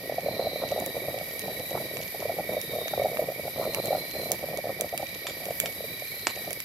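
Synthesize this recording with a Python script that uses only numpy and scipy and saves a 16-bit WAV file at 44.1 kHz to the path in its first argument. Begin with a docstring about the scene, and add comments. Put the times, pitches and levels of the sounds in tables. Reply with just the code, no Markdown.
"""A steel coffee percolator boils on a small gas stove, about a metre away, outdoors at night.
Collapsing steam bubbles excite the pot and thump over a low seething; a hand takes the handle,
which clinks in its own modes, and lifts the pot off the burner with a knock and a scrape.
To the right, wood bursts in a campfire with sharp snaps. All around, crickets trill by
stridulation, one note to a wing stroke, and bush crickets buzz high in the trees."""
import sys
import numpy as np
from scipy import signal
from scipy.fft import rfft, irfft
from scipy.io import wavfile
from scipy.ndimage import uniform_filter1d

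SR = 44100
rng = np.random.default_rng(int(sys.argv[2]) if len(sys.argv) > 2 else 0)


def store_wav(level_fs):
    """Save 16-bit WAV to argv[1]."""
    pcm = np.round(np.clip(np.atleast_2d(level_fs), -1, 1) * 32767)
    wavfile.write(sys.argv[1], SR, pcm.T.astype(np.int16))


N = 292824
TIME = np.arange(N) / SR


# strength of the boil, which dies down as the pot leaves the flame: t/s, relative level/dB
BOIL_STRENGTH = [(0, 1), (.55, 4.5), (.85, 6), (1.1, 2), (1.65, -2.5), (1.85, 6), (2.05, -2), (2.3, 4.5),
                 (2.65, -2), (3.2, 7), (3.5, -1.5), (3.7, 7), (4.1, 2), (4.5, 2), (4.75, -1.5), (5.5, -1),
                 (6.15, -11), (6.4, -7.5)]
# frequency response of the pot and its water: f/Hz, gain/dB
POT_RESPONSE = [(22, -64), (60, -16), (130, -2.5), (320, -2.5), (430, -4), (540, 4.5), (680, 0.5),
                (790, -6.5), (950, -15.5), (1250, -17.5), (1600, -45), (3000, -60)]
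# spectrum of the seething water and the burner flame: f/Hz, level/dB
RUMBLE_SPECTRUM = [(20, -50), (32, -36), (50, -14), (80, -6), (115, -3), (170, -2.5), (280, -7.5),
                   (500, -12.5), (900, -22), (1600, -27.5), (4000, -48)]
def percolator(small_db=-44, rumble_db=-47, calm=0.38, heave_db=2):
    """Impulse excitation: under the thumps, clusters of tiny bubbles kick the pot over a low rumble."""
    thumps = big_bubbles() + lesser_bubbles()
    kicks = impulses(per_second=240, scatter_db=4.5)
    # each thump stirs up tiny bubbles around it, and the whole water heaves with them
    stir = np.sqrt(calm + unit(uniform_filter1d(np.abs(thumps), SR // 25)).clip(0, 1))
    heave = stir * undb(heave_db * walk(24).clip(-2, 1.5))
    boil_db = curve(BOIL_STRENGTH)
    small = unit(colour(kicks * heave, POT_RESPONSE)) * undb(boil_db + small_db)
    rumble = unit(colour(rng.standard_normal(N) * heave, RUMBLE_SPECTRUM))
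    rumble *= undb(0.081 * boil_db + rumble_db)
    return woods(thumps + small + rumble + spurts(), t60=0.039, wet_db=-18) * pan(-0.75)


def thump(hz, swell_s=0.0073, rebound_s=0.00552, slosh_s=0.0057):
    """Bubble collapse: a steam bubble swells, caves in and rebounds once; stirred water rings the pot."""
    t = np.arange(SR // 25) / SR
    age = t / (swell_s * rng.uniform(0.72, 1.216))
    swell = np.abs(np.sin(np.pi * np.minimum(age, 1))) ** 1.48
    angle = 2 * np.pi * (hz * t + rng.random())
    octave = undb(-29 + 4.7 * rng.standard_normal()) * np.cos(2 * angle)  # a hard collapse is lopsided
    collapse = swell * (np.sin(angle) + octave)
    delay_s = rebound_s * rng.uniform(0.865, 1.243)
    rebound = np.interp(t - delay_s, t, collapse) * undb(-11 + 2.9 * rng.standard_normal())
    slosh = noise(len(t), POT_RESPONSE) * np.minimum(2 * age, 1) * np.exp(-t / slosh_s)
    return collapse + rebound + undb(-21) * slosh


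# collapses of big steam bubbles: t/s, peak level/dB
COLLAPSES = [(0.095, -21.5), (0.1213, -20.5), (0.1816, -16.5), (0.2597, -19.5), (0.2681, -24),
             (0.2838, -16.5), (0.3937, -15.5), (0.4099, -27), (0.4213, -24.5), (0.4463, -25), (0.4568, -28),
             (0.4679, -17), (0.5318, -27.5), (0.5573, -23), (0.6164, -26), (0.636, -18.5), (0.7188, -16),
             (0.7605, -20.5), (0.7765, -19.5), (0.7856, -22), (0.8216, -26), (0.9652, -22), (1.0821, -22),
             (1.1406, -24.5), (1.177, -25.5), (1.2101, -26.5), (1.4799, -21.0), (1.7277, -27.5),
             (1.7506, -19.5), (1.7991, -29.5), (1.9613, -26.5), (2.0009, -28.5), (2.146, -26),
             (2.2241, -23.5), (2.2528, -19.5), (2.2935, -19.5), (2.3851, -19.0), (2.3938, -21),
             (2.4902, -21.5), (2.532, -25), (2.5403, -24.5), (2.5658, -19), (2.5748, -23), (2.7336, -23.0),
             (2.7508, -26), (2.7583, -22), (2.766, -27), (2.7848, -21), (2.8122, -22), (2.8566, -25),
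             (2.9352, -17.5), (2.9757, -16.0), (2.9954, -16), (3.0019, -28), (3.0164, -16), (3.0459, -15),
             (3.0552, -13.5), (3.0666, -21), (3.1297, -28), (3.1435, -25.5), (3.1915, -14), (3.2018, -26),
             (3.2238, -18.5), (3.2848, -20), (3.299, -26), (3.318, -27.5), (3.394, -25.0), (3.4523, -25),
             (3.4775, -23), (3.575, -27.5), (3.5829, -22.5), (3.5952, -17.5), (3.6096, -23), (3.6512, -29),
             (3.6627, -24), (3.6724, -20), (3.6931, -27.5), (3.7697, -26), (3.783, -22), (3.8644, -27.5),
             (3.883, -23.5), (3.9049, -17), (3.9172, -19.5), (3.927, -14.5), (3.9477, -17), (3.9807, -23.5),
             (4.162, -27.5), (4.1955, -26.5), (4.2557, -25.5), (4.2979, -25.5), (4.3096, -24),
             (4.4379, -22.5), (4.4852, -24), (4.5401, -25), (4.5854, -21.5), (4.6411, -23), (4.6534, -23.5),
             (4.669, -22.5), (4.6919, -22), (4.7011, -24), (4.7977, -24), (4.8161, -22), (4.842, -22.5),
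             (4.9257, -25), (4.9347, -21.5), (4.9987, -26), (5.026, -22.5), (5.2545, -29.5), (5.4837, -26),
             (5.5052, -23), (5.6362, -24.5), (5.655, -31.5), (5.805, -26.5), (5.8392, -28), (6.0199, -29),
             (6.3628, -31.0), (6.3732, -29), (6.475, -25.5), (6.5097, -29)]
def big_bubbles(hz_at_0_db=668.5, hz_per_db=3, pitch_scatter=0.058):
    """Damped oscillation: each big bubble lasts a few cycles; a harder collapse sounds a little higher."""
    out = np.zeros(N)
    for s, db in COLLAPSES:
        hz = (hz_at_0_db + hz_per_db * db) * (1 + pitch_scatter * rng.standard_normal())
        add(out, s, undb(db) * thump(hz))
    return out


def lesser_bubbles(count=250, level_db=-34, scatter_db=2.5, centre_hz=535, spread_octaves=0.36):
    """Random superposition: bubbles of many sizes merge into a gurgle, stronger in a harder boil."""
    out = np.zeros(N)
    for when, strength, pitch in rng.uniform(-1, 1, (count, 3)):
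        bubble = thump(centre_hz * 2 ** (spread_octaves * pitch))
        add(out, (when + 1) / 2 * TIME[-1], undb(level_db + scatter_db * strength) * bubble)
    return out * undb(0.6 * curve(BOIL_STRENGTH))


# spurts of coffee up the stem: t/s, duration/s, level/dB
STEM_SPURTS = [(0.354, 0.093, -47.5), (0.608, 0.038, -40.5), (1.741, 0.048, -40), (2.206, 0.052, -44),
               (3.605, 0.055, -40), (3.725, 0.08, -43.5)]
# spectrum of the splash under the lid: f/Hz, level/dB
SPLASH_SPECTRUM = [(400, -11), (800, 2.5), (1150, 0.5), (1400, -4), (1800, -28), (3500, -35)]
def spurts():
    """Shot noise: each spurt swells and sinks as a shower of small drops under the lid."""
    flow = np.zeros(N)
    for s, length, db in STEM_SPURTS:
        progress = np.clip((TIME - s) / length, 0, 1)
        flow += undb(db) * np.sqrt(np.sin(np.pi * progress).clip(0))
    drops = impulses(per_second=900, scatter_db=4)
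    return flow * unit(colour(drops, SPLASH_SPECTRUM))


# knocks of the handle on its rivets: t/s, relative level/dB, damping by the hand/(1/s)
RIVET_KNOCKS = [(5.268, -28, 2), (5.297, -35.5, 30), (5.507, -39, 150), (5.6587, -27.5, 200)]
# modes of the handle: f/Hz, level/dB, T60/s
HANDLE_MODES = [(1270, -17, 0.017), (1710, -11, 0.018), (2320, 5, 0.014), (2950, -1, 0.015),
                (3300, 7, 0.024), (3630, 9, 0.03), (4470, 0, 0.018), (5500, 2, 0.019), (6200, -4, 0.022),
                (7140, -7, 0.19), (7350, -9.5, 0.13)]
def handle(level_db=-2, clack_s=0.0043):
    """Modal ringing: each knock gives a rough clack and excites the handle's modes; the hand damps them."""
    t = np.arange(SR // 5) / SR
    clack_spectrum = [(200, -6), (900, 5.5), (3500, -3), (9000, -4.5), (16000, -19)]
    out = np.zeros(N)
    for s, db, damping in RIVET_KNOCKS:
        ring = np.zeros(len(t))
        for hz, mode_db, t60 in HANDLE_MODES:
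            gain = undb(mode_db + 2 * rng.standard_normal())
            decay = np.exp(-(np.log(1000) / t60 + damping) * t)
            ring += gain * np.sin(2 * np.pi * (hz * t + rng.random())) * decay
        clack = noise(len(t), clack_spectrum) * np.exp(-t / clack_s)
        add(out, s, undb(db + level_db) * (ring / 2 + undb(1) * clack))
    return woods(out, t60=0.13, wet_db=-3) * pan(-1.8)


# knocks of the pot on the burner: t/s, level/dB
BURNER_KNOCKS = [(6.27, -19), (6.273, -36), (6.2737, -41), (6.281, -40), (6.3093, -39)]
# response of the pot's base on the burner's prongs: f/Hz, gain/dB
PRONG_RESPONSE = [(40, -47), (200, -3.5), (700, 3.5), (1200, -0.5), (2600, -2), (3400, -5), (4600, -2),
                  (5800, -10), (8300, -7.5), (10000, -18), (15000, -30)]
def lift(rattle_db=-22, rattle_s=0.00078, scrape_db=-34, scrape_s=0.034):
    """Impact and friction: the base knocks on the burner's prongs, chatters and grates off them."""
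    t = np.arange(-SR // 500, SR // 6) / SR
    out = np.zeros(N)
    for s, db in BURNER_KNOCKS:
        rattle = undb(rattle_db) * die_away(t, rattle_s) * rng.standard_normal(len(t))
        knock = colour((t == 0) + rattle, PRONG_RESPONSE)
        add(out, s + t[0], undb(db) * unit_burst(knock))
    grit = unit(undb(5 * walk(404).clip(-2, 2)))[:len(t)]
    friction = undb(scrape_db) * grit * die_away(t, scrape_s)
    add(out, BURNER_KNOCKS[0][0] + t[0], friction * noise(len(t), PRONG_RESPONSE))
    return woods(out, t60=0.045, wet_db=-4.5) * pan(-2.9)


# snaps of burning wood: t/s, level/dB, treble tilt/(dB per octave)
WOOD_SNAPS = [(0.801, -35, 3), (0.862, -31, 5), (1.188, -37, -4), (1.394, -31.5, 3), (1.97, -33, -4),
              (2.615, -32.5, 2), (2.882, -31.5, -5), (3.1714, -31.5, -11), (3.7472, -25.5, -2.5),
              (3.8572, -32, 1), (4.318, -19, 4), (4.574, -34, -1.5), (4.81, -23, 1.5), (4.9773, -28.5, 1),
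              (5.4554, -36, 1), (5.601, -18.5, 1.5), (6.5074, -33.5, 0), (6.5305, -30.5, 3.5),
              (6.6031, -31.5, 0.5)]
def campfire(splinter_db=-17, splinter_s=0.0014, left_lag_s=0.00019, bounce_s=0.0018):
    """Brittle fracture: wood cracks and splinters briefly, heard first and louder on the right."""
    t = np.arange(-SR // 500, SR // 50) / SR
    splinters = undb(splinter_db) * die_away(t, splinter_s)
    hz = np.array([40, 200, 600, 1300, 2500, 4500, 7000, 13000, 17000])
    wood_db = np.array([-45, -4, -5.5, -0.5, 8.5, 0, 5.5, 3, -9.5])
    octaves = np.log2(np.maximum(hz, 1300) / 6000)
    out = np.zeros((2, N))
    for s, db, tilt in WOOD_SNAPS:
        bass_db = -0.5 * (db + 24) * (hz < 1000)  # a louder snap has a smaller share of bass
        spectrum = np.transpose([hz, wood_db + tilt * octaves + bass_db])
        crack = (t == 0) + splinters * rng.standard_normal(len(t))
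        burst = undb(db) * unit_burst(colour(crack, spectrum))
        add(out[0], s + t[0] + left_lag_s, burst)
        add(out[1], s + t[0], burst)
        add(out, s + t[0] + bounce_s, undb(-16) * burst)  # reflection off the ground
    return woods(out * pan(-7), t60=0.13, wet_db=-12)


def embers(level_db=-58, per_second=7, scatter_db=4):
    """Poisson process: the glowing wood ticks faintly at independent, random instants."""
    ticks = (rng.random(N) < per_second / SR) * undb(scatter_db * rng.standard_normal(N).clip(-2, 1.2))
    ticks = colour(ticks, [(400, -31), (2200, 17.5), (7000, 12), (15000, -4)])
    return unit(woods(ticks, t60=0.012, wet_db=0)) * undb(level_db) * pan(-4)


def cricket(hz, stroke_hz, fall, duty, wander, rasp):
    """Stridulation: each wing stroke sings one short note that sinks in pitch as the wing slows."""
    cycle = (np.cumsum(stroke_hz * (1 + wander * walk(30))) / SR + rng.random()) % 1
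    stroke = np.minimum(cycle / duty, 1)
    pitch = hz * (1 + fall * (0.5 - stroke) + rasp * walk(110))
    force = undb(1.7 * walk(22))
    return unit(force * np.sin(np.pi * stroke) * tone(pitch))


def tree_crickets(near_db=-44.5, far_db=-47.5):
    """Direct and diffuse sound: two singers out of step close on the right, a lower group blurred afar."""
    singer = cricket(2302, stroke_hz=33.3, fall=0.07, duty=0.8, wander=0.05, rasp=0.013)
    neighbour = cricket(2285, stroke_hz=39, fall=0.05, duty=0.8, wander=0.1496, rasp=0.01594)
    near = woods(singer + undb(-7) * neighbour, t60=0.61, wet_db=-6)
    near[0] = np.roll(near[0], int(0.00014 * SR))  # their sound reaches the left side later
    group = sum(cricket(1915 * detune, rng.uniform(28, 52), fall=0.06, duty=0.7, wander=0.2, rasp=0.021)
                for detune in (0.97, 1, 1.03))
    far = woods(group, t60=0.5, wet_db=8)
    return unit(near) * undb(near_db) * pan(-9.5) + unit(far) * undb(far_db) * pan(-1.5)


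# trills of the field crickets: start t/s, end t/s, f/Hz, relative level/dB, left minus right/dB
TRILL_BOUTS = [(0.206, 0.677, 4102, -49, -4.5), (0.256, 1.126, 3858, -51.5, 0),
               (1.345, 1.94, 3898, -52.5, 3.5), (2.44, 3.075, 3800, -49.5, -0.5),
               (3.37, 3.952, 3843, -53, 0), (3.546, 4.28, 4080, -49.5, -3.5), (4.898, 5.408, 3920, -56, 1),
               (5.714, 6.495, 3890, -52, 0), (6.0, 6.36, 4200, -55.5, 0)]
def field_crickets(level_db=-1, far_db=-60, fade_s=0.1, note_gain=0.3):
    """Amplitude modulation: trills pulse over a clear held note; they come and go, a far one never rests."""
    out = cricket(3850, stroke_hz=34, fall=0.09, duty=0.8, wander=0.14, rasp=0.01606) * undb(far_db)
    for start, end, hz, db, left_db in TRILL_BOUTS:
        gate = np.clip(np.minimum(TIME - start, end - TIME) / fade_s + 0.3, 0, 1)
        strokes = cricket(hz, stroke_hz=36.2, fall=0.08, duty=0.79, wander=0.0785, rasp=0.012)
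        note = unit(tone(hz * (1 + 0.00406 * walk(60))))
        out = out + unit(strokes + note_gain * note) * gate * undb(db) * pan(left_db)
    return woods(out * undb(level_db), t60=0.61, wet_db=6)


# spectrum of the far insects: f/Hz, level/dB
CHORUS_SPECTRUM = [(500, -7), (1000, 2), (1600, -2), (2100, 6.5), (2600, 2), (3200, 4), (4200, 5),
                   (4750, 11.5), (5400, 1), (6050, 2.5), (6800, -66), (8500, -41), (11000, -27),
                   (16000, -60)]
def insect_chorus(level_db=-47):
    """Incoherent summation: countless far insects blur into a hiss, partly shared by the two sides."""
    voices = rng.standard_normal((2, N)) + 0.48 * rng.standard_normal(N)
    return unit(colour(voices, CHORUS_SPECTRUM)) * undb(level_db + 0.8 * walk(6.3)) * pan(-0.54)


# spectrum of the bush crickets: f/Hz, level/dB
BUZZ_SPECTRUM = [(7000, -12), (9500, -8.5), (10700, -1), (11900, 6), (12800, 3), (14000, -4.5),
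                 (15000, -12), (16500, -31)]
# slow swell of their buzz: t/s, relative level/dB
BUZZ_SWELL = [(0, -45.5), (0.25, -45), (0.65, -45), (1.25, -41.5), (2.5, -42.5), (4.1, -42), (4.8, -45.5),
              (5.5, -42), (6.64, -42.5)]
def bush_crickets(gain_db=2, rasp_db=1.1):
    """Modulated noise: a high band whose level flickers quickly is heard as a rasping buzz."""
    buzz = noise((2, N), BUZZ_SPECTRUM) * undb(rasp_db * walk(160) + 0.88 * walk(18))
    return buzz * undb(curve(BUZZ_SWELL) + gain_db) * pan(-1)


def woods(x, t60, wet_db):
    """Scattering: ground and trunks add an exponentially fading tail, different on each side."""
    t = np.arange(SR // 2) / SR
    tail = rng.standard_normal((2, len(t))) * np.exp(-np.log(1000) * t / t60)
    tail /= np.sqrt(np.sum(tail ** 2, axis=1, keepdims=True))
    return x + undb(wet_db) * signal.fftconvolve(np.atleast_2d(x), tail, axes=1)[:, :N]


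def undb(db):
    """Decibels to amplitude ratio."""
    return 10 ** (np.asarray(db) / 20)


def unit(x):
    """Normalisation to rms 1."""
    return x / np.sqrt(np.mean(x ** 2))


def unit_burst(x):
    """Normalisation to the energy of 5 ms at rms 1."""
    return x * np.sqrt(SR / 200 / np.sum(x ** 2))


def die_away(t, decay_s):
    """Exponential decay after t = 0, silence before."""
    return (t > 0) * np.exp(-np.abs(t) / decay_s)


def curve(table):
    """Linear interpolation of (t/s, value) points."""
    return np.interp(TIME, *np.transpose(table))


def colour(x, points):
    """Filtering by a response of (f/Hz, gain/dB) points."""
    hz, db = np.transpose(points)
    f = np.maximum(np.fft.rfftfreq(x.shape[-1], 1 / SR), 1)
    return irfft(rfft(x) * undb(np.interp(np.log(f), np.log(hz), db)), x.shape[-1])


def noise(shape, spectrum):
    """Filtered Gaussian noise of rms 1."""
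    return unit(colour(rng.standard_normal(shape), spectrum))


def tone(hz):
    """A sine whose phase is the integral of its frequency."""
    return np.sin(2 * np.pi * np.cumsum(hz) / SR)


def impulses(per_second, scatter_db):
    """A Poisson train of impulses, random in size and sign."""
    hits = rng.random(N) < per_second / SR
    return hits * undb(scatter_db * rng.standard_normal(N).clip(-2, 2)) * rng.choice([-1, 1], N)


def walk(rate):
    """Random fluctuation of rms 1, gliding to a new value every 1 / rate s."""
    hold = int(SR / rate)
    steps = np.repeat(rng.standard_normal(N // hold + 1), hold)
    return unit(uniform_filter1d(steps, hold)[:N])


def pan(db):
    """Gains for a level difference, left minus right."""
    return undb(np.array([[db], [-db]]) / 2)


def add(track, s, sound):
    """Superposition of a sound on a track at time s."""
    i = int(np.clip(s * SR, 0, N - 1))
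    track[..., i:i + sound.shape[-1]] += sound[..., :N - i]


def scene():
    """Superposition: pot and fire close by, insects all around."""
    close = percolator() + handle() + lift() + campfire() + embers()
    return close + tree_crickets() + field_crickets() + insect_chorus() + bush_crickets()


def record(dry):
    """Clipping and band limiting: peaks stop at full scale, and a low-pass cuts above 16 kHz."""
    low_pass = signal.ellip(8, 0.2, 70, 16000, fs=SR, output="sos")
    return signal.sosfilt(low_pass, np.clip(dry, -1, 1))


dry = scene()
out = record(dry)
store_wav(out)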